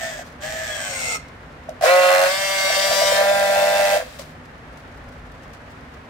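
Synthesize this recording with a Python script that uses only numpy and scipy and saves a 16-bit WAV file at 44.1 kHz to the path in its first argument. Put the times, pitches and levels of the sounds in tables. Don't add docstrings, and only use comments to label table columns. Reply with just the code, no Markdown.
import sys
import numpy as np
from scipy import signal
from scipy.fft import rfft, irfft
from scipy.io import wavfile
from scipy.ndimage import uniform_filter1d

SR = 44100
rng = np.random.default_rng(int(sys.argv[2]) if len(sys.argv) > 2 else 0)


def unload_audio(sound):
    columns = np.transpose(np.atleast_2d(sound))
    steps = np.round(np.clip(columns, -1, 1) * 32767)
    wavfile.write(sys.argv[1], SR, steps.astype(np.int16))


N = 268569
T, HZ = np.arange(N) / SR, np.fft.rfftfreq(N, 1 / SR)
MID_HZ, TREBLE_HZ, FULL_HZ = (1500, 3200), (3500, 12000), (20, 16000)


def amp(db):
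    return 10 ** (np.asarray(db) / 20)

def unit(x):
    return x / np.sqrt(np.mean(x ** 2) + 1e-20)

def since(start_s):
    return np.maximum(T - start_s, 0)

def ramp(centre_s, length_s):
    return np.clip((T - centre_s) / length_s + .5, 0, 1)

def settle(start_s, tau_s):
    return 1 - np.exp(-since(start_s) / tau_s)

def swell(peak_s, half_s):
    return np.exp(-np.minimum(((T - peak_s) / half_s) ** 2, 20))

def noise():
    return rng.standard_normal((2, N))

def wander(rate_hz):
    real, imag = rng.standard_normal((2, len(HZ)))
    return unit(irfft((real + 1j * imag) / (1 + (HZ / rate_hz) ** 4), N))

def lookup(points, hz=HZ):
    knots_hz, values = np.transpose(points)
    return np.interp(np.log(hz + 1), np.log(knots_hz + 1), values)

def colour(x, gain):
    return irfft(rfft(x) * gain, N)

def stereo(pair, spectrum_db, coherence, band_hz):
    shared = np.clip(lookup(coherence), 0, 1)
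    left, other = rfft(pair)
    ears = np.array([left, shared * left + np.sqrt(1 - shared ** 2) * other]) * amp(lookup(spectrum_db))
    centre = ears.mean(0)[(HZ > band_hz[0]) & (HZ < band_hz[1])]
    return irfft(ears, N) * N / np.sqrt(2 * np.sum(abs(centre) ** 2))

def impulses(turns):
    whole = np.diff(np.floor(turns), prepend=0)
    late = np.clip(turns % 1 / np.maximum(np.gradient(turns), 1e-9), 0, 1)
    return whole * (1 - late) + np.roll(whole * late, -1)

def add(mix, start_s, sound):
    part = mix[round(start_s * SR):][:len(sound)]
    part += sound[:len(part)]

def resonate(x, hz, width_hz):
    carrier = np.exp(2j * np.pi * np.cumsum(hz) / SR)
    pole = np.exp(-np.pi * width_hz / SR)
    return 2 * (carrier * signal.lfilter([(1 - pole) ** 2], [1, -2 * pole, pole ** 2], x / carrier)).real


# frequency in Hz, relative level in dB.
WASH_DB = [(15, -30), (25, -18), (54, -0.5), (118, -8), (150, -4.5), (202, -13), (243, -4), (326, -14.5),
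           (529, -10.5), (655, -11), (1000, -13.5), (1540, -13.5), (1760, -14), (3180, -26.5), (15000, -52)]
# frequency in Hz, left-right coherence.
WASH_COHERENCE = [(100, 0.96), (400, 0.91), (1000, 0.12), (3000, 0.075)]
# frequency in Hz, level in dB.
HUM_LINES = [(98, -51.5), (156, -53), (243, -54.5)]
# peak time in seconds, half length in seconds, level in dB.
THROB_SWELLS = [(1.3, 0.51, -51), (5.27, 0.37, -44.5)]

def workshop(wash_db=-42, throb_hz=51.7):
    wash = amp(wash_db) * stereo(noise(), WASH_DB, WASH_COHERENCE, FULL_HZ) * amp(.54 * wander(32))
    throb = sum(amp(db) * swell(peak_s, half_s) for peak_s, half_s, db in THROB_SWELLS)
    lines = [(hz, amp(db)) for hz, db in HUM_LINES] + [(throb_hz, throb)]
    return wash + sum(gain * amp(2 * wander(.82)) * np.sin(2 * np.pi * hz * T + wander(15))
                      for hz, gain in lines)


# switch-on, switch-off and braking times in seconds, free shaft speed in Hz, gain in dB.
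MOTOR_RUNS = [(-.2, 0.069, 0.223, 658.2, -1), (0.403, 1.161, 1.156, 638.7, -1)]
TAUT_S, SAG_HZ = .65, 170

def motor_motion(attack_s=.032, coast_hz_per_s=450, coast_db_per_s=56, brake_db_per_s=620):
    load = np.minimum(since(TAUT_S) / (MOTOR_RUNS[-1][1] - TAUT_S), 1)
    shaft_hz, gain = np.zeros((2, N))
    for on_s, off_s, brake_s, free_hz, db in MOTOR_RUNS:
        lag_hz = 89.9 * (1 - settle(on_s, .03))
        run_hz = free_hz - lag_hz - SAG_HZ * load - coast_hz_per_s * since(off_s)
        shaft_hz = np.where(T >= on_s, np.maximum(run_hz, free_hz / 2), shaft_hz)
        fade_db = coast_db_per_s * since(off_s) + brake_db_per_s * since(brake_s)
        gain += np.minimum(since(on_s) / attack_s, 1) * amp(db - fade_db)
    return shaft_hz, load, gain

# frequency in Hz, left-right coherence (negative counts as 0).
TOOL_COHERENCE = [(500, 0.75), (1200, 0.31), (3000, 0), (6000, 0.19), (14000, -0.5)]

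def partial(turns, hz, waver, in_phase_below_hz=1100):
    coherence = np.clip(lookup(TOOL_COHERENCE, hz), 0, 1)
    apart_rad = np.arccos(coherence) * rng.choice([-1, 1]) * (hz > in_phase_below_hz)
    phase = 2 * np.pi * (turns + rng.random())
    knots_s = np.arange(0, T[-1] + 1, .035)
    sway = [1 + waver * np.interp(T, knots_s, rng.standard_normal(len(knots_s))) for ear in range(2)]
    return np.sqrt(2) * np.cos([phase, phase + apart_rad]) * sway

LOAD_STEPS = [0, .15, .85, 1]
# multiple of the shaft speed, then relative level in dB at each load step.
MESH_ORDERS = [(1, -0.5, -5, -8, -9), (1.98, -17, -11, -16, -20), (2.72, -0.5, 0.5, -8, 5.5),
               (2.95, -8, -4, -14, -12), (4.34, -28, -18, -8, -6), (5.44, -16, -3, -16, -8)]

def gear_whine(turns, slow_turns, load, roughness=.3, chop=.25):
    loaded_hz = MOTOR_RUNS[-1][3] - SAG_HZ
    tones = sum(amp(np.interp(load, LOAD_STEPS, db)) * (1 + roughness * wander(70))
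                * partial(order * turns, order * loaded_hz, waver=.35) for order, *db in MESH_ORDERS)
    level_db = np.interp(load, [0, 1], [-34.5, -35.5])
    return amp(level_db) * tones * (1 + chop * np.cos(2 * np.pi * slow_turns))

def tooth_impacts(turns, life_s, decay_s=.016, whitening=.7):
    hits = impulses(turns)
    decay = np.exp(-T[:900] / decay_s)
    out = np.zeros((2, N))
    for pattern in range(6):
        age = (T / life_s - pattern + 3) % 6 - 3
        share = np.cos(np.pi / 2 * np.clip(age, -1, 1))
        spectrum = rfft(decay * rng.standard_normal((2, len(decay))))
        burst = irfft(spectrum / abs(spectrum) ** whitening)
        out += signal.oaconvolve([hits * share], burst, axes=1)[:, :N]
    return out

# frequency in Hz, relative level in dB.
FREE_GEAR_DB = [(400, -82), (640, -6.5), (800, -15.5), (980, -25), (1250, -25), (1800, -11.5),
                (2700, -20.5), (3300, -18.5), (4000, -24.5), (8300, -20.5), (9700, -43), (11600, -31),
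                (15500, -35.5)]
LOADED_GEAR_DB = [(240, -70), (400, -58), (496, -16), (560, -5), (873, -4.5), (972, -14), (1360, -2.5),
                  (1930, -36), (2090, 2.5), (3360, -9.5), (5560, -8), (7440, -7.5), (8150, -6),
                  (9790, -17.5), (15500, -23)]

def gear_noise(grit, load):
    free = amp(-39.5) * stereo(grit, FREE_GEAR_DB, TOOL_COHERENCE, TREBLE_HZ)
    loaded = amp(-33.5) * stereo(grit, LOADED_GEAR_DB, TOOL_COHERENCE, TREBLE_HZ)
    return np.sqrt(1 - load) * free + load ** 1.8 * loaded

# frequency in Hz, width in Hz, relative level in dB.
STRAP_MODES = [(631, 50, 1), (2120, 130, 8.5), (2620, 260, -5), (4330, 700, -11), (5600, 560, -5),
               (6850, 1100, -6), (8180, 950, -2)]

def strap_singing(grit, load, rise=.03, waver=.007, flicker_db=2.5):
    tuning = 1 - rise * (1 - load)
    rings = sum(amp(db + flicker_db * wander(22))
                * resonate(grit, hz * tuning * (1 + waver * wander(14)), width_hz)
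                for hz, width_hz, db in STRAP_MODES)
    return amp(-28.5) * load ** 1.1 * unit(rings)

def tensioner(gear_ratio=5.5):
    shaft_hz, load, gain = motor_motion()
    turns = np.cumsum(shaft_hz * (1 + .008 * wander(70))) / SR
    slow_turns = turns / gear_ratio
    whine = gear_whine(turns, slow_turns, load)
    teeth = unit(tooth_impacts(slow_turns, life_s=.3))
    grit = unit(teeth + noise()) * amp(1.9 * wander(400))
    return gain * (whine + gear_noise(grit, load) + strap_singing(grit, load))


# frequency in Hz, relative level in dB, t60 in seconds.
HOUSING_MODES = [(521.3, -10.5, 0.22), (626, 3.5, 0.099), (656.8, 12, 0.048), (692, 3, 0.049)]

def housing_ring(pitch_hz, rise_s=.0089):
    t = T[:SR // 8]
    tuning = pitch_hz / HOUSING_MODES[2][0]
    modes = sum(amp(db - 60 * t / t60_s) * np.sin(2 * np.pi * tuning * hz * t)
                for hz, db, t60_s in HOUSING_MODES)
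    band = signal.butter(3, [480, 900], "bandpass", fs=SR, output="sos")
    ring = signal.sosfilt(band, (1 - np.exp(-t / rise_s)) * modes)
    return ring / abs(ring).max()

# start in seconds, level in dB, pitch in Hz.
HOUSING_KNOCKS = [(.187, -26.5, 714), (1.686, -20.5, 657), (1.809, -18.5, 697), (1.822, -13, 637),
                  (1.834, 1, 670), (2.7, -9, 660), (2.768, -21, 554), (2.91, -8, 653.5), (3.014, -6.5, 661),
                  (3.118, -10.5, 570), (3.174, -11, 666), (3.208, -6.5, 605), (3.308, -10.5, 661),
                  (3.557, -15, 700), (3.66, -19, 650), (3.795, -15, 650), (3.934, -9, 621),
                  (3.966, -7, 638), (3.997, -17, 669), (4.022, -31, 650), (4.191, -27, 591),
                  (4.21, -33, 603)]

def knocks():
    out = np.zeros(N)
    for start_s, db, pitch_hz in HOUSING_KNOCKS:
        add(out, start_s, amp(db) * housing_ring(pitch_hz))
    return out

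def snap(rise_s):
    age = T[:SR // 8] / rise_s
    return age * np.exp(1 - age)

# start in seconds, level in dB, rise time in seconds.
LATCH_STRAP_CLICKS = [(0.237, -54, 0.03), (1.692, -37.5, 0.0012), (1.694, -58, 0.01), (1.81, -37, .002),
                      (1.828, -21, 0.022), (4.187, -36.5, 0.0075), (4.208, -44.5, 0.008),
                      (4.772, -49, 0.0023), (4.78, -60, 0.0087), (5.087, -63, .004), (5.117, -58, 0.009),
                      (5.43, -61, 0.0094), (5.532, -56, 0.0055), (5.937, -54, .003)]
# frequency in Hz, relative level in dB.
CLICK_SPECTRUM_DB = [(470, -27), (800, -9), (1060, 14), (1300, -7), (1750, 1), (3300, 2.5), (5500, 3.5),
                     (9000, -4), (15500, -11.5)]

def clicks(crinkles_per_s=47, crinkle_db=-60.5, grit_db=3.5):
    envelope = np.zeros(N)
    for start_s, db, rise_s in LATCH_STRAP_CLICKS:
        add(envelope, start_s, amp(db) * snap(rise_s))
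    crinkles = (rng.random(N) < crinkles_per_s / SR) * rng.random(N)
    envelope += amp(crinkle_db) * signal.oaconvolve(crinkles, snap(.0034))[:N]
    grit = noise() * amp(grit_db * np.clip(wander(1200), -2, 2))
    return envelope * stereo(grit, CLICK_SPECTRUM_DB, TOOL_COHERENCE, FULL_HZ)


SLIDING_REGULARITY = .93
# start in seconds, settling in seconds, drone in dB,
# drone drift in dB per second, rasp in dB, buzz in dB, share of the friction that repeats each stroke.
WELD_STAGES = [(1.807, .02, -1.5, -19.5, -19.5, -27.5, 0.47),
               (2.272, 0.026, -19.5, 0, -21, -27, SLIDING_REGULARITY),
               (3.14, 0.06, -13.5, -4.5, -30, -34, 0.48)]

def weld_stages():
    state = None
    for stage, (start_s, settling_s, drone_db, drift_db_per_s, *friction) in enumerate(WELD_STAGES):
        drifting_db = drone_db + drift_db_per_s * since(start_s)
        target = np.array(np.broadcast_arrays(stage, drifting_db, *friction))
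        state = target if state is None else state + (target - state) * settle(start_s, settling_s)
    return state

# multiple of the stroke rate, peak time in seconds, half length in seconds, gain in dB.
HARMONIC_SWELLS = [(1, 3.25, .45, 4), (5, 3.1, .17, 8), (9, 3.2, .06, 5), (8, 3.3, .1, 3),
                   (10, 3.88, .15, 3), (11, 3.12, .22, -6), (14, 3.05, .2, -8), (10.5, 3.75, .3, 5),
                   (13.5, 3.75, .35, 13)]

def harmonic_gain(order):
    return amp(sum(db * swell(peak_s, half_s) for k, peak_s, half_s, db in HARMONIC_SWELLS if k == order))

# relative level in dB of stroke harmonic 1, 2, 3, ..
GRIPPED_DB = [-30.5, -18.5, 10.5, 2.5, -9, -1.5, -3, -2, -7, -11, -3.5, -24, -7, -14, -5.5, -34, -15, -24,
              -35, -21, -35, -19, -11.5]
SLIDING_DB = [-21.5, -17, 9, 0, -5, -0.5, -7.5, 0, 0, -1.5, 5, -2, -25, -2, -12, -4, -17, -10.5, -4, -9,
              -12, -12, -7, -4, -17, -6.5, -11, -30, -6, -20, -9, -9, -20]
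MELTING_DB = [-23.5, -31, 6.5, 1, -8.5, -18.5, -7.5, -6.5, -9.5, -10.5, -13, -20, -12, -29, -36, -25, -22,
              -14, -30]

def shoe_drone(turns, stage, wobble, grate_above_hz=2500, screech_hz=5800, screech_width_hz=1200):
    spectra = [np.pad(amp(db), (0, len(SLIDING_DB) - len(db)))
               for db in (GRIPPED_DB, SLIDING_DB, MELTING_DB)]
    spectra = np.array([gains / np.linalg.norm(gains[:8]) for gains in spectra])
    screech_db = 4.5 * swell(3.02, .13)
    grate = 1 + .35 * wander(80)
    out = np.zeros((2, N))
    for k, gains in enumerate(spectra.T, 1):
        gain = np.interp(stage, range(len(gains)), gains)
        hz = k * STROKE_HZ[-1][1]
        if hz > grate_above_hz:
            gain *= grate * amp(screech_db * np.exp(-((hz - screech_hz) / screech_width_hz) ** 2))
        out += gain * harmonic_gain(k) * partial(k * turns, hz, waver=min(.04 * k, .7))
        if 3 <= k <= 13:
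            out += gain * harmonic_gain(k + .5) * wobble * partial((k + .5) * turns, hz, waver=.3)
    return out

# frequency in Hz, relative level in dB.
RASP_SPECTRUM_DB = [(210, -75), (350, -32), (466, -22.5), (581, 5), (811, -3), (864, -11), (1110, -6.5),
                    (1480, -5.5), (1630, -1.5), (2200, -9.5), (2670, -18.5), (2980, -28), (4030, -32),
                    (15500, -45)]
# peak time in seconds, half length in seconds, gain in dB.
RASP_FLARES = [(1.865, .045, 6.5), (3.23, .06, 3), (4.012, .018, 10)]

def shoe_rasp(turns, wobble, rasp_db, hiss_db, grain_db=1.7, crossover_hz=3100):
    scrape = 1 + .35 * np.cos(2 * np.pi * turns) + wobble * np.cos(np.pi * turns)
    rub = noise() * scrape * amp(grain_db * np.clip(wander(500), -2, 2))
    lowpass = 1 / (1 + (HZ / crossover_hz) ** 8)
    rasp = colour(stereo(rub, RASP_SPECTRUM_DB, TOOL_COHERENCE, MID_HZ), lowpass)
    hiss = colour(stereo(rub, RASP_SPECTRUM_DB, TOOL_COHERENCE, TREBLE_HZ), 1 - lowpass)
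    flare_db = sum(db * swell(peak_s, half_s) for peak_s, half_s, db in RASP_FLARES)
    return amp(rasp_db + flare_db) * rasp + amp(hiss_db) * hiss

# frequency in Hz, relative level in dB.
BUZZ_SPECTRUM_DB = [(2200, -42), (2900, 3), (3500, 1.5), (4200, -3), (5000, 4.5), (5800, -6.5), (7000, -2),
                    (8400, 1), (9300, -8), (15500, -9.5)]

def shoe_buzz(turns):
    return stereo(tooth_impacts(turns, life_s=.17), BUZZ_SPECTRUM_DB, TOOL_COHERENCE, TREBLE_HZ)

def housing_rattle(turns, loose_s=2.66, tight_db=-21, loose_db=-8.2):
    loose = ramp(loose_s, .08)
    jolts = impulses(2 * turns) * rng.uniform(-1, 1, N)
    chatter = unit(signal.oaconvolve(jolts, housing_ring(635))[:N])
    chatter = unit(chatter / np.sqrt(1 + uniform_filter1d(chatter ** 2, size=700)))
    return chatter * amp(tight_db * (1 - loose) + loose_db * loose)

# time in seconds, stroke rate in Hz.
STROKE_HZ = [(1.93, 181.5), (2.13, 181.3), (2.27, 183.2), (2.33, 191.3), (2.39, 194.2), (2.46, 194.9),
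             (2.66, 192.8), (2.75, 193.9), (3.05, 196.1), (3.14, 196.4), (3.33, 199.4), (3.56, 197.3),
             (3.68, 198.6), (3.95, 198.5)]
# start in seconds, end in seconds, half-order gain in dB.
STROKE_WOBBLES = [(2.092, 2.268, -6), (3.548, 3.998, -10)]

def welder(on_s=1.807, off_s=3.96, latch_open_s=4.256, drone_fade_db_per_s=377, rub_fade_db_per_s=217):
    spin = settle(on_s, .0235)
    shaking = spin ** 13 * amp(-drone_fade_db_per_s * since(off_s))
    idle = amp(-21) * (1 - ramp(latch_open_s, .24))
    rubbing = spin ** 2 * np.maximum(amp(-rub_fade_db_per_s * since(off_s)), idle)
    stage, drone_db, rasp_db, buzz_db, periodic = weld_stages()
    wobble = sum(amp(db) * (ramp(start_s, .014) - ramp(end_s, .051))
                 for start_s, end_s, db in STROKE_WOBBLES)
    stroke_hz = spin * np.interp(T, *np.transpose(STROKE_HZ)) * (1 + .0018 * wander(40))
    turns = np.cumsum(stroke_hz) / SR
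    rasp = shoe_rasp(turns, wobble, rasp_db, hiss_db=buzz_db + 8)
    buzz = amp(buzz_db) * shoe_buzz(turns)
    drone = amp(drone_db) * (shoe_drone(turns, stage, wobble) + housing_rattle(turns))
    return shaking * drone + rubbing * (np.sqrt(1 - periodic) * rasp + np.sqrt(periodic) * buzz)


# frequency in Hz, t60 in seconds.
HALL_T60_S = [(300, .35), (700, .4), (1500, .6), (4000, .55), (7000, .3), (14000, .28)]

def hall(x, predelay_s=.004):
    reflections = rng.standard_normal((2, SR)) * (T[:SR] > predelay_s)
    hz, t, bands = signal.stft(reflections, SR, nperseg=256)
    tail = signal.istft(bands * amp(-60 * t / lookup(HALL_T60_S, hz)[:, None]), SR, nperseg=256)[1]
    return signal.fftconvolve(x, tail / np.linalg.norm(tail[0]), axes=1)[:, :N]

# frequency in Hz, left minus right level in dB.
TOOL_BALANCE_DB = [(60, 8), (99, 8), (160, 11), (270, -7.5), (450, 2), (740, -3), (1220, -0.5), (2010, -4),
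                   (3330, 2), (5500, 6), (9080, 13), (15000, 21)]
# frequency in Hz, phase lead of the left ear in radians.
LEFT_LEAD_RAD = [(250, 0), (550, .95), (780, 1.0), (1500, 0)]

def scene():
    tool = tensioner() + welder() + knocks() + clicks()
    tool += amp(-16) * hall(tool)
    balance = amp(np.outer([.5, -.5], lookup(TOOL_BALANCE_DB)))
    balance /= np.sqrt(np.mean(balance ** 2, axis=0))
    lead = np.exp(1j * np.outer([.5, -.5], lookup(LEFT_LEAD_RAD)))
    return colour(tool, balance * lead) + workshop()

def record(dry, threshold_db=-16.5, duck_share=.62, recovery_db_per_s=10, cutoff_hz=15800):
    power_db = 10 * np.log10(abs(uniform_filter1d((dry ** 2).mean(0), size=900)) + 1e-12)
    recovery_db = recovery_db_per_s * T
    held_db = np.maximum.accumulate(power_db + recovery_db) - recovery_db
    over_db = np.maximum(held_db - threshold_db, 0)
    ducked = dry / amp(duck_share * uniform_filter1d(over_db, size=200))
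    lowpass = signal.firwin(511, cutoff_hz, window=("kaiser", 9), fs=SR)
    return signal.oaconvolve(ducked, lowpass[None], "same")


dry = scene()
out = record(dry)
unload_audio(out)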